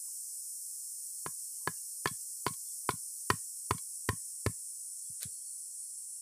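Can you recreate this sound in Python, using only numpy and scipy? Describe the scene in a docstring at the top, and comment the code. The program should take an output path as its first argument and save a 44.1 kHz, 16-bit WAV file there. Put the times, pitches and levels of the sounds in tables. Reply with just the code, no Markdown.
"""Nine even knocks, each a hollow clack over a thud, stand out from a steady hiss of cicadas.
A wooden club drives a green bamboo stake of a small frame into forest soil: each impact excites
damped modes of the cane, and the stake's sway against the soil gives the thud. The held crossbar
rattles and bumps after the blows; after a faint ringing tick it is pushed up over the stake with a
scrape and a click. Far birds call faintly, and ground and trunks scatter a short tail."""
import sys
import numpy as np
from scipy import signal
from scipy.fft import rfft, irfft, next_fast_len
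from scipy.io import wavfile
from scipy.ndimage import uniform_filter1d, map_coordinates

SR = 44100
rng = np.random.default_rng(int(sys.argv[2]) if len(sys.argv) > 2 else 0)


def store_pcm(level_fs):
    """Save levels as 16-bit WAV."""
    pcm = np.round(np.clip(level_fs, -1, 1) * 32767).astype(np.int16)
    wavfile.write(sys.argv[1], SR, np.atleast_2d(pcm).T)


N = 273861

# club blows: (time [s], force [dB], tube level [dB re force], tube frequency [Hz],
# crossbar hum [dB re force], crossbar rebound delay [s])
BLOWS = [(1.2615, -15.5, -15, 1670, -34.5, .016), (1.674, -9.5, -10, 1680, -45, .015),
         (2.0569, -6.5, -10.5, 1740, -41, 0.052), (2.4647, -5.5, -22, 1400, -31, 0.038),
         (2.8902, -5, -18.5, 1426, -37.5, 0.043), (3.3017, -0.5, -15.5, 1870, -38.5, 0.03),
         (3.7085, -2.5, -24, 1850, -40, .035), (4.089, -3, -18, 1842, -33, 0.038),
         (4.4626, -4, -23, 1738, -43, 0.028)]
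# modes of the stake's walls, its bending and the crossbar's air column:
# (frequency [Hz], level [dB], T60 [s])
WALL_MODES = [(607, -18, 0.017), (757, -12, 0.019), (1030, -2.2, 0.024), (1317, -11, 0.014),
              (1448, -17.5, 0.036), (2204, -24.5, 0.039), (2440, -30, 0.066), (3050, -23, 0.033),
              (3510, -30, 0.061), (4535, -17.5, 0.025)]
BENDING_MODES = [(405.2, 6.5, .018), (439, -17, .09), (743, -10, 0.016)]
AIR_COLUMN_MODES = [(1006.4, 4, 0.086), (1087, 1, 0.12)]
# the stake's sway against the soil: (frequency [multiple of thud pitch], level [dB], T60 [s])
SWAY_MODES = [(0.99, 0.04, 0.058), (1.38, -11, 0.048), (2.4, 7.5, 0.01)]
# contact noise of club on cane: (frequency [Hz], level [dB])
CRACK_SPECTRUM = [(200, -9), (700, -9.5), (1400, -2.5), (2200, -6), (3200, -16.5), (3900, -12),
                  (4600, -13.5), (6000, -17), (10000, -15), (15500, -23)]


def knocks(loose_hz=172, seated_hz=109, blows_to_seat=3.03):
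    """Impact excites free vibration; the thud deepens as the stake sinks, then gains on the clack."""
    out, t = np.zeros(N), np.arange(SR // 4) / SR
    driven = 0  # counted in full blows of 0 dB
    for s, force_db, tube_db, tube_hz, hum_db, _ in BLOWS:
        driven += amp(force_db)
        thud_hz = np.interp(driven, [0, blows_to_seat], [loose_hz, seated_hz])
        wedged = max(driven - blows_to_seat, 0)  # full blows since reaching firm soil
        clack = amp(-10 - 4.5 * wedged) * ring(WALL_MODES, t, attack=0.00033, scatter_db=0.5)
        afterring = ring([(tube_hz, -32.5, 0.2)], t, attack=0.004)
        tube = amp(tube_db) * (ring([(tube_hz, 0, 0.024)], t, attack=0.0009) + afterring)
        hum = amp(hum_db) * ring(AIR_COLUMN_MODES, t, attack=0.004)
        bend = amp(-20.3) * ring(BENDING_MODES, t, attack=0.0007)
        crack_envelope = amp(-17 - 60 * t / 0.018) * (1 - np.exp(-t / 0.00093))
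        crack = crack_envelope * noise(CRACK_SPECTRUM, size=len(t))
        sway = ring([(ratio * thud_hz, db, t60) for ratio, db, t60 in SWAY_MODES], t, attack=0.002)
        thud = amp(-21 + 1.1 * force_db + 4 * wedged) * sway
        add(out, s, thud + amp(force_db) * (bend + clack + tube + hum + crack))
    return out


# ticks of bamboo against bamboo: (time [s], level [dB])
TICKS = [(2.0728, -28), (2.4780, -35.5), (2.536, -50.5), (2.9060, -34.5), (3.745, -54), (3.781, -44.5)]
# the cane's hard skin: (frequency [Hz], level [dB], T60 [s])
SKIN_MODES = [(1076, -7.5, .06), (2250, -7.5, 0.043), (3140, -21, .05), (3350, -6.5, .03),
              (4150, -10, 0.056), (4720, -2.5, 0.013)]
# cane rubbing on cane, in both rattle and slide: (frequency [Hz], level [dB])
FRICTION_SPECTRUM = [(200, -24.5), (400, -22.5), (560, -3.5), (850, -17.5), (1600, -0.5), (2600, -4.5),
                     (4000, 2.5), (9000, -3.5), (15500, -9.5)]


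def rattle():
    """Brief contacts of the loose crossbar with the stake excite skin modes and friction noise."""
    out, t = np.zeros(N), np.arange(SR // 4) / SR
    for s, db in TICKS:
        grit = amp(-5 - 60 * t / 0.049) * noise(FRICTION_SPECTRUM, size=len(t))
        add(out, s, amp(db) * (ring(SKIN_MODES, t, attack=0.0011, scatter_db=1.5) + grit))
    return out


def slide(crest_s=5.227, rise_s=0.026, fall_s=0.047, click_s=5.2305, release_s=5.25):
    """Sliding friction swells until the crossbar clicks over the tip; the freed stake rings briefly."""
    t = np.arange(N) / SR
    from_crest = np.maximum((crest_s - t) / rise_s, (t - crest_s) / fall_s)
    stroke = amp(-42 - 26.7 * from_crest + 2.3 * wobble(320))
    scrape = stroke * noise(FRICTION_SPECTRUM)
    click_envelope = (t >= click_s) * amp(-23.5 - 60 * np.abs(t - click_s) / 0.006)
    click = click_envelope * noise([(2000, -22), (6000, -10), (9500, 4), (15500, -7.5)])
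    out = scrape + click
    add(out, release_s, ring([(437, -63, 0.23)], t[:SR // 4], attack=0.012))
    return out


# the palm's cushioned response: (frequency [multiple of contact pitch], level [dB], T60 [s])
PALM_MODES = [(.65, 0.5, .07), (1.001, 6, 0.051), (1.5, -1.5, 0.048)]
# the hand pushes the crossbar upward: (time [s], level [dB])
HAND_PUSHES = [(5.095, -50), (5.25, -39.5), (5.317, -71)]


def palm_bumps(rebound_hz=166, push_hz=135):
    """Compliant contact: flesh takes the crossbar's load gradually, so rebounds and pushes are dull."""
    out, t = np.zeros(N), np.arange(SR // 4) / SR
    cushion = 1 - np.exp(-t / 0.0016)

    def bump(hz):
        modes = [(ratio * hz, db, t60) for ratio, db, t60 in PALM_MODES]
        return cushion * ring(modes, t, attack=0.00408)

    for s, force_db, *_, rebound_s in BLOWS:
        add(out, s + rebound_s, amp(force_db - 33.5) * bump(rebound_hz))
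    for s, db in HAND_PUSHES:
        add(out, s, amp(db) * bump(push_hz))
    return out


def sleeve(peak_s=6.0, width_s=0.089, db=-82):
    """Cloth friction gives a soft swell of noise as the free hand takes hold of the crossbar."""
    swell = np.exp(-((np.arange(N) / SR - peak_s) / width_s) ** 2)
    return amp(db) * swell * noise([(30, 8), (170, 2), (600, -8), (2000, -13.5), (5000, -27.5)])


# low, middle and top bands of the chorus: (frequency [Hz], level [dB])
BUZZ_SPECTRUM = [(3850, -50), (4200, -16), (4450, -14), (4650, -20), (5000, -5.5), (5500, -1), (6000, -1.5),
                 (6700, 1), (7200, 0.5), (7700, -10.5), (8500, -30)]
DRONE_SPECTRUM = [(5000, -70.5), (6800, -25.5), (7300, -12), (7700, -3.5), (8300, -3), (9250, 0.5),
                  (10200, -4), (11300, -11.5), (12500, -31)]
SIZZLE_SPECTRUM = [(10500, -35.5), (11800, 5.5), (12600, 3), (13400, 6), (14300, -1.5), (15400, -8)]


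def cicada_chorus(ease_from_s=2.7, ripple_db=2.5):
    """Countless incoherent sources sum to a hiss, which slowly eases off, fastest at the top."""
    easing_s = np.maximum(np.arange(N) / SR - ease_from_s, 0)

    def bunching(hz):
        """Pitches cluster at random, leaving fine steady lines in the spectrum."""
        return amp(ripple_db * map_coordinates(rng.standard_normal(SR // 20), [hz / 24], mode="wrap"))

    def swarm(spectrum, db, fade_db_per_s):
        envelope = amp(db - fade_db_per_s * easing_s + 0.36 * wobble(25))
        return envelope * unit(filtered(noise(spectrum), bunching))

    return (swarm(BUZZ_SPECTRUM, db=-53, fade_db_per_s=1.15)
            + swarm(DRONE_SPECTRUM, db=-44, fade_db_per_s=0.3)
            + swarm(SIZZLE_SPECTRUM, db=-53.6, fade_db_per_s=2.5))


# single insects that stand out: (frequency [Hz], bandwidth [Hz], level [dB])
CICADA_BANDS = [(4230, 56, -85), (5575, 16, -71.5), (7099, 17, -70.5), (7640, 20, -62), (7746, 35, -63.5),
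                (7905, 60, -63), (8032, 25, -66.5), (8690, 18, -64), (9000, 86, -63.5), (9232, 37, -58),
                (9460, 60, -61.5), (9800, 16, -68.5)]
# one low cicada swells and fades: (time [s], level [dB])
SOLO_ENVELOPE = [(0, -86), (1.1, -77), (2.4, -77), (3.9, -85.5), (4.7, -86), (5.4, -71.5), (5.7, -76.5),
                 (6.2, -79)]


def near_cicadas(solo_hz=4447, solo_width_hz=26):
    """Narrow-band noise is heard as a wavering pitch: one band for each nearer insect."""
    def bell(hz, centre, half_width):
        """A Gaussian band of unit power."""
        return np.exp(-((hz - centre) / half_width) ** 2) * SR / (2 * np.sqrt(np.pi) * half_width)

    def sing(bands):
        power = lambda hz: sum(amp(db) ** 2 * bell(hz, centre, width / 2) for centre, width, db in bands)
        return filtered(rng.standard_normal(N), lambda hz: np.sqrt(power(hz)))

    swell = amp(np.interp(np.arange(N) / SR, *np.transpose(SOLO_ENVELOPE)))
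    solo = swell * sing([(solo_hz, solo_width_hz, 0)])
    return solo + sing(CICADA_BANDS)


# eight far bird calls, then a faint ringing bamboo tick just before the crossbar is pushed up:
# (peak time [s], level [dB], frequency [Hz], duration [s])
CALLS_AND_TICK = [(0.092, -74, 990, 0.025), (.85, -80, 1020, 0.026), (1.545, -75, 3060, 0.041),
                  (1.625, -73, 1014, 0.04), (1.78, -77, 2800, 0.053), (2.687, -74, 3480, 0.053),
                  (3.215, -80, 3630, 0.05), (4.681, -84.5, 3200, 0.046), (5.063, -75, 3410, .04)]


def calls_and_tick(blur_hz=130):
    """Random amplitude modulation broadens brief tones: far bird calls and one ringing bamboo tick."""
    out, t = np.zeros(N), np.arange(N) / SR
    blur = unit(wobble(blur_hz))
    for s, db, hz, duration in CALLS_AND_TICK:
        envelope = amp(db) * np.exp(-2 * ((t - s) / duration) ** 2)
        out += envelope * blur * np.sin(2 * np.pi * hz * t)
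    return out


# the continuous twitter of far birds: (frequency [Hz], level [dB])
TWITTER_SPECTRUM = [(2300, -30.5), (2800, -1.5), (3150, 0.5), (3500, -7.5), (3900, -24)]


def twitter(db=-92, patchy_db=5):
    """Modulation in time and frequency breaks a band of noise into a patchy twitter."""
    spectrogram = signal.stft(noise(TWITTER_SPECTRUM), nperseg=1024)[2]
    across_pitch = uniform_filter1d(rng.standard_normal(spectrogram.shape), size=5, axis=0)
    patches = unit(uniform_filter1d(across_pitch, size=8, axis=1))
    return amp(db) * unit(signal.istft(spectrogram * amp(patchy_db * patches), nperseg=1024)[1][:N])


# still forest air: (frequency [Hz], level [dB])
AIR_SPECTRUM = [(20, -0.5), (60, 3), (150, 4), (350, -1), (900, -8), (2200, -6), (3150, -9), (3800, -14),
                (4500, -9)]


def air(db=-86.5):
    """Ambient noise forms a broadband floor whose level drifts slightly."""
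    return amp(db + 0.8 * wobble(4)) * noise(AIR_SPECTRUM)


# reverberation time of the forest: (frequency [Hz], T60 [s])
FOREST_T60 = [(100, 0.14), (500, .09), (1500, 0.17), (4000, 0.24), (12000, 0.05)]


def trees(x):
    """Scattering from ground and trunks adds a short diffuse tail, a new one for each block of sound."""
    out, block = np.zeros(N), SR * 2 // 5
    for start in range(0, N, block):
        hz, t, spectrogram = signal.stft(rng.standard_normal(SR // 3), SR, nperseg=256)
        decay = amp(-60 * t / along(FOREST_T60, hz)[:, None])
        onset = 1 - np.exp(-t / 0.0069)
        tail = signal.istft(spectrogram * decay * onset, SR, nperseg=256)[1]
        add(out, start / SR, signal.fftconvolve(x[start:start + block], tail / np.linalg.norm(tail)))
    return out


def ring(modes, t, attack, scatter_db=0):
    """Modal superposition: damped sines of alternating sign, their levels varied by scatter_db."""
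    tones = 0
    for k, (hz, db, t60) in enumerate(modes):
        decay = amp(db + scatter_db * rng.standard_normal() - 60 * t / t60)
        tones += (-1) ** k * decay * np.sin(2 * np.pi * hz * t)
    return tones * (1 - np.exp(-t / attack))


def noise(spectrum, size=N):
    """Spectral shaping turns white noise into coloured noise of rms 1."""
    return unit(filtered(rng.standard_normal(size), lambda hz: amp(along(spectrum, hz))))


def filtered(x, response):
    """Linear filtering multiplies the spectrum by a frequency response."""
    size = next_fast_len(len(x) + 8192)
    return irfft(rfft(x, size) * response(np.fft.rfftfreq(size, 1 / SR)), size)[:len(x)]


def along(points, hz):
    """Interpolation of (frequency [Hz], value) points on a logarithmic frequency axis."""
    frequencies, values = np.transpose(points)
    return np.interp(np.log(hz + 1), np.log(frequencies + 1), values)


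def wobble(rate):
    """Smooth random modulation: a spline through rate knots a second."""
    return map_coordinates(rng.standard_normal(int(N * rate / SR) + 4), [np.arange(N) * rate / SR])


def amp(db):
    """Decibels to amplitude ratio."""
    return 10 ** (np.asarray(db) / 20)


def unit(x):
    """Normalisation to rms 1."""
    return x / np.sqrt(np.mean(x ** 2) + 1e-20)


def add(track, s, sound):
    """Superposition of a sound on the track at time s."""
    start = round(s * SR)
    track[start:start + len(sound)] += sound[:N - start]


def scene():
    """Pressures add: the nearby frame, its reverberation and the forest all round."""
    frame = knocks() + rattle() + palm_bumps() + slide()
    close = frame + amp(-24) * trees(frame) + sleeve()
    return (close + cicada_chorus() + near_cicadas() + air() + twitter() + calls_and_tick())[None]


def record(dry, low_hz=70, top_hz=15560):
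    """Band limiting: the microphone sheds deep bass and passes nothing above its upper limit."""
    thin = signal.sosfilt(signal.butter(4, low_hz, "highpass", fs=SR, output="sos"), dry[0])
    return filtered(thin, lambda hz: hz < top_hz)[None]


dry = scene()
out = record(dry)
store_pcm(out)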